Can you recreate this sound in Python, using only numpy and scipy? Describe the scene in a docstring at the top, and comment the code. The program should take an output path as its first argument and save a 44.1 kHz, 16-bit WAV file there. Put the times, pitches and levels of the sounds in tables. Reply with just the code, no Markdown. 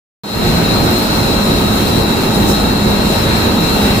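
"""A whining cluster of beating tones cuts in and fades up quickly, over gear hum and a low roar.
It is a wire drawing machine in a factory hall, heard from beside a die box and its capstan.
Inverter-fed motors make the whine, shafts and meshing teeth the hum. Sliding friction makes
the wire hiss through the die and onto the drum, with a few tiny squeaks and one scrape."""
import sys
import numpy as np
from scipy import signal
from scipy.fft import rfft, irfft
from scipy.io import wavfile
from scipy.ndimage import uniform_filter1d

SR = 44100
rng = np.random.default_rng(int(sys.argv[2]) if len(sys.argv) > 2 else 0)


def dump_mix(stems):
    """Bounce the given channels to the path in sys.argv[1] as a 16-bit WAV at rate SR."""
    frames = np.atleast_2d(stems).T  # one column per channel
    limited = np.clip(frames, -1, 1)  # hard clip at full scale
    pcm = np.round(limited * 32767).astype(np.int16)
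    wavfile.write(sys.argv[1], SR, pcm)


N = 176400
TIME = np.arange(N) / SR
CONTROL_HZ = 200
SLOW_TIME = np.arange(1024) / CONTROL_HZ
SIDES = np.array([[1], [-1]])  # left, right


def amp(db):
    return 10 ** (np.asarray(db) / 20)


def unit(x):
    return x / np.sqrt(np.mean(abs(x) ** 2) + 1e-20)


def at_time(points, t):
    return np.interp(t, *np.transpose(points))


def at_freq(points, hz):
    f, value = np.transpose(points)
    return np.interp(np.log(hz + 1), np.log(f + 1), value)


def swell(age):
    """Critically damped envelope: rises to 1 at age 1, then dies away."""
    return age * np.exp(1 - age)


def wander(rate_hz):
    """Random modulation: low-passed complex noise of unit power, at the control rate."""
    real, imag = rng.standard_normal((2, len(SLOW_TIME)))
    f = np.fft.fftfreq(len(SLOW_TIME), 1 / CONTROL_HZ)
    return unit(np.fft.ifft((real + 1j * imag) * np.exp(-.5 * (f / rate_hz) ** 2)))


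# Likeness of the sound at the two ears: frequency_hz, coherence
COHERENCE = [(30, 0.97), (130, 1), (210, 0.91), (280, 0.71), (370, .82), (660, 0.22), (820, 0.39),
             (1100, -0.069), (2500, -0.058), (5000, -0.11), (15000, 0.032)]

def tone(hz, pan_db, scatter, rate_hz, flutter=.33, spread=.81):
    """Interference of a fluttering tone with shifting reflections; short waves differ between ears."""
    centre_hz = np.mean(hz)
    coherence = np.clip(at_freq(COHERENCE, centre_hz), 0, 1)
    direct = np.exp(1j * SIDES * spread * (1 - coherence) * rng.choice([-1, 1]))
    echoes = np.sqrt(coherence) * wander(rate_hz)
    echoes = echoes + np.sqrt(1 - coherence) * np.array([wander(rate_hz), wander(rate_hz)])
    drift_cycles = np.cumsum((hz - centre_hz) * np.ones(len(SLOW_TIME))) / CONTROL_HZ
    drift = np.exp(2j * np.pi * (drift_cycles + rng.random()))
    ears = amp(SIDES * pan_db / 2) * (np.sqrt(1 - scatter ** 2) * direct + scatter * echoes)
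    ears = np.sqrt(2) * unit(ears * drift * (1 + flutter * wander(rate_hz=33)))
    carrier = np.exp(2j * np.pi * centre_hz * TIME)
    return np.array([(np.interp(TIME, SLOW_TIME, ear) * carrier).real for ear in ears])


# One motor per drawing block: supply_hz, level_db
MOTORS = [(59.0, -30), (57.3, -33.5), (52.5, -39.5), (50.0, -34.5), (48.7, -41), (62.3, -46)]
# Tones on both sides of the switching carrier: supply_multiple, gain_db
SIDEBANDS = [(1, -3.8), (3, 0), (5, -10.5)]
# Sideband balance as the listener moves: time_s, upper_minus_lower_db
WHINE_TILT = [(.3, 1.5), (.5, 4), (.8, 1.5), (1.08, 5), (1.4, -.5), (2.55, -1.5), (3.2, 1.5), (4, .5)]

def motor_whine(carrier_hz=4000.2):
    """Modulation sidebands: each motor sings at the carrier plus and minus odd supply multiples."""
    supplies = [(hz * (1 + .002 * wander(rate_hz=.98).real), db) for hz, db in MOTORS]
    out = np.zeros((2, N))
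    for sign in (1, -1):
        tilt = amp(sign * at_time(WHINE_TILT, TIME) / 2)
        for supply_hz, level_db in supplies:
            for multiple, gain_db in SIDEBANDS:
                hz = carrier_hz + sign * multiple * supply_hz
                out += tilt * amp(level_db + gain_db) * tone(hz, pan_db=6, scatter=.42, rate_hz=3.6)
    return out


# Shaft and gear tones: pitch_hz, relative_level_db, left_minus_right_db
GEAR_TONES = [(56, -31, -1), (84, -31, -1), (113, -28, -2), (169, -27, -4), (203, -25, 0), (212, -28, 0),
              (229, -27, -2), (351, -31, 0), (545, -32, -5), (639, -36, 3), (720, -39, 1), (807, -36, -3),
              (903, -38, 2), (984, -38, -6), (1090, -39, -15), (1254, -38, 0), (1286, -36, -4),
              (1895, -42, 2), (2595, -43, -4), (2725, -48, 7), (5110, -48, 1), (5402, -49, -14),
              (5464, -48, -14)]
# A gear whistle that grows as the capstan comes near: time_s, level_db
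WHISTLE_LEVEL = [(.3, -46), (1.3, -43), (1.8, -39), (2.6, -36.5), (3.05, -41.5), (3.25, -36.5), (4, -34.5)]

def gear_hum():
    """Periodic forcing: shafts and meshing teeth hum, and one mesh whistles."""
    hum = sum(amp(db) * tone(hz, pan_db, scatter=.59, rate_hz=2.22, flutter=.11, spread=.73)
              for hz, db, pan_db in GEAR_TONES)
    whistle = tone(hz=2690, pan_db=1.5, scatter=.35, rate_hz=4, flutter=.15, spread=.3)
    return amp(.9) * hum + amp(at_time(WHISTLE_LEVEL, TIME)) * whistle


# The wire's hiss, swelling as the drum turns: time_s, relative_level_db
HISS_LEVEL = [(.5, -31.5), (.78, -31.8), (.98, -30.2), (1.45, -31.8), (1.96, -30.8), (2.08, -33.3),
              (2.22, -31.2), (2.29, -32.5), (2.36, -31), (2.6, -31.5), (2.77, -34), (2.9, -32),
              (2.99, -33.3), (3.12, -30.2), (3.27, -31.7), (3.37, -30.6), (3.56, -33.5), (3.66, -31),
              (3.84, -29.8), (4, -30.5)]
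# Rasp in the upper midrange: time_s, gain_db
RASP_GAIN = [(.3, 0), (.6, 2), (.8, 0), (1.3, .3), (2.1, -.8), (2.8, -.3), (3.15, .3), (3.35, 3),
             (3.6, -.5), (3.92, 2.2)]
HISS_FROM_HZ = 3800

def friction_noise(rasp_hz=2060, reference_db=-31.6):
    """Sliding friction: two independent noises whose treble swells and flickers together."""
    frames, hz = N // 256 + 5, np.fft.rfftfreq(1024, 1 / SR)
    t = np.arange(frames)[:, None] * 256 / SR
    a, b, c, d, patches = rng.standard_normal((5, frames, 513))
    white = np.array([a + 1j * b, c + 1j * d])
    patches = unit(uniform_filter1d(uniform_filter1d(patches, size=9, axis=0), size=22, axis=1))
    flicker = unit(uniform_filter1d(rng.standard_normal((frames, 1)), size=8, axis=0))
    treble = 1 / (1 + (HISS_FROM_HZ / (hz + 1)) ** 4)
    hiss_band = treble + .35 * (1 - treble) * hz / (hz + 600)  # the midrange follows in part
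    hiss_db = hiss_band * (at_time(HISS_LEVEL, t) - reference_db + .5 * flicker)
    rasp_db = np.exp(-np.log2((hz + 1) / rasp_hz) ** 2) * at_time(RASP_GAIN, t)
    spectra = white * amp(hiss_db + rasp_db + .9 * patches)
    return signal.istft(spectra.swapaxes(1, 2), nperseg=1024, noverlap=768)[1][:, :N]


# Noise spectrum of the line and the hall: frequency_hz, relative_density_db
ROAR_SPECTRUM = [(12, -11), (28, 1), (55, 3), (110, 4.5), (165, 5), (210, 5.5), (330, 2.4), (440, 1.84),
                 (510, -3.5), (860, -4), (1030, -9), (1330, -8), (1700, -13.5), (2300, -14), (2600, -15.5),
                 (2740, -11), (2900, -19), (3350, -15), (3600, -19.5), (4050, -20.5), (4500, -19.5),
                 (5200, -17.5), (6000, -23), (7400, -20.5), (9000, -26.5), (10300, -23.5), (15300, -24)]
# Level difference between the ears: frequency_hz, left_minus_right_db
EAR_BALANCE = [(50, -0.5), (450, -1.5), (620, 5.5), (850, -2), (1100, -2), (1450, -4), (2000, -0.5),
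               (2900, -0.5), (3400, 7.5), (4600, 7.5), (5400, -1), (7000, -2.5), (15000, 2.5)]
# Phase difference between the ears: frequency_hz, left_lead_rad
EAR_PHASE = [(30, .02), (170, 0.3), (260, 0), (450, 0.33), (650, 0.7), (800, 0), (15000, 0.18)]

def roar_and_hiss(buzz_hz=220):
    """Source and filter: housings and hall colour the line's rumble and the wire's hiss."""
    f = np.fft.rfftfreq(N, 1 / SR)
    shared, separate = rfft(friction_noise())
    coherence = at_freq(COHERENCE, f)
    left = shared * np.exp(1j * at_freq(EAR_PHASE, f))
    right = coherence * shared + np.sqrt(1 - coherence ** 2) * separate
    resonances_db = 1.7 * unit(uniform_filter1d(rng.standard_normal(len(f)), size=70)) * f / (f + 300)
    colour_db = resonances_db + at_freq(ROAR_SPECTRUM, f) + SIDES / 2 * at_freq(EAR_BALANCE, f)
    spectrum = np.array([left, right]) * amp(colour_db) * (f < 16060)
    hiss = irfft(spectrum * (f > HISS_FROM_HZ), N)
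    buzz = .07 * np.sin(2 * np.pi * buzz_hz * TIME) * hiss
    return amp(-13.3) * unit(irfft(spectrum, N) + buzz)


# Slips of the wire as it settles on the drum: start_s, pitch_hz, level_db
SQUEAKS = [(.9, 13180, -28), (.98, 13180, -27), (1.021, 13200, -29), (2.21, 10450, -36),
           (2.338, 10450, -33), (3.6, 10400, -35)]

def wire_squeaks(rise_s=.011, width_hz=200):
    """Resonance: each short slip rings one narrow, very high band."""
    pole = np.exp(-np.pi * width_hz / SR)
    out = np.zeros((2, N))
    for start_s, pitch_hz, level_db in SQUEAKS:
        age = np.maximum(TIME - start_s, 0)
        slow_noise = signal.lfilter([1], np.poly([pole, pole]), rng.standard_normal((2, N)))
        ring = slow_noise * np.cos(2 * np.pi * pitch_hz * TIME)
        out += amp(level_db) * swell(age / rise_s) * unit(ring)
    return out


# Friction spectrum of a turn of wire scraping the drum: frequency_hz, relative_density_db
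SCRAPE_SPECTRUM = [(100, -30), (1000, -5), (2000, -1), (4000, -5), (6500, 9), (9000, 3), (15000, 3),
                   (17000, -30)]

def drum_scrape(start_s=2.469, rush_rise_s=.026, ring_rise_s=.045):
    """Modal excitation: a brief rush of friction, with one mode of the drum swelling behind it."""
    age = np.maximum(TIME - start_s, 0)
    colour = amp(at_freq(SCRAPE_SPECTRUM, np.fft.rfftfreq(N, 1 / SR)))
    rush = unit(irfft(rfft(rng.standard_normal((2, N))) * colour, N))
    ring = tone(hz=5410, pan_db=-11, scatter=.8, rate_hz=29)
    return amp(-23.5) * swell(age / rush_rise_s) * rush + amp(-31) * swell(age / ring_rise_s) * ring


def scene():
    """Superposition: the running machine and the wire's brief sounds add at each ear."""
    return motor_whine() + gear_hum() + roar_and_hiss() + drum_scrape() + wire_squeaks()


# The opening fade: time_s, gain_db
FADE_IN = [(.236, -13.5), (.26, -10), (.3, -7.5), (.4, -3), (.48, -.2)]

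def record(dry, start_s=.2355, bass_in_s=.34, bass_hz=111, knee=.7, cutoff_hz=15560):
    """Gain and saturation: the sound fades up, bass last, then is soft-clipped and band-limited."""
    bass = signal.sosfiltfilt(signal.butter(2, bass_hz, fs=SR, output="sos"), dry)
    bass_cut = np.clip((bass_in_s - TIME) / .027 + .5, 0, .85)
    faded = (dry - bass_cut * bass) * amp(at_time(FADE_IN, TIME)) * (TIME > start_s)
    linear, headroom = np.clip(faded, -knee, knee), .97 - knee
    limited = linear + headroom * np.tanh((faded - linear) / headroom)
    lowpass = signal.firwin(801, cutoff_hz, window=("kaiser", 9), fs=SR)
    return signal.oaconvolve(limited, lowpass[None], "same")


dry = scene()
out = record(dry)
dump_mix(out)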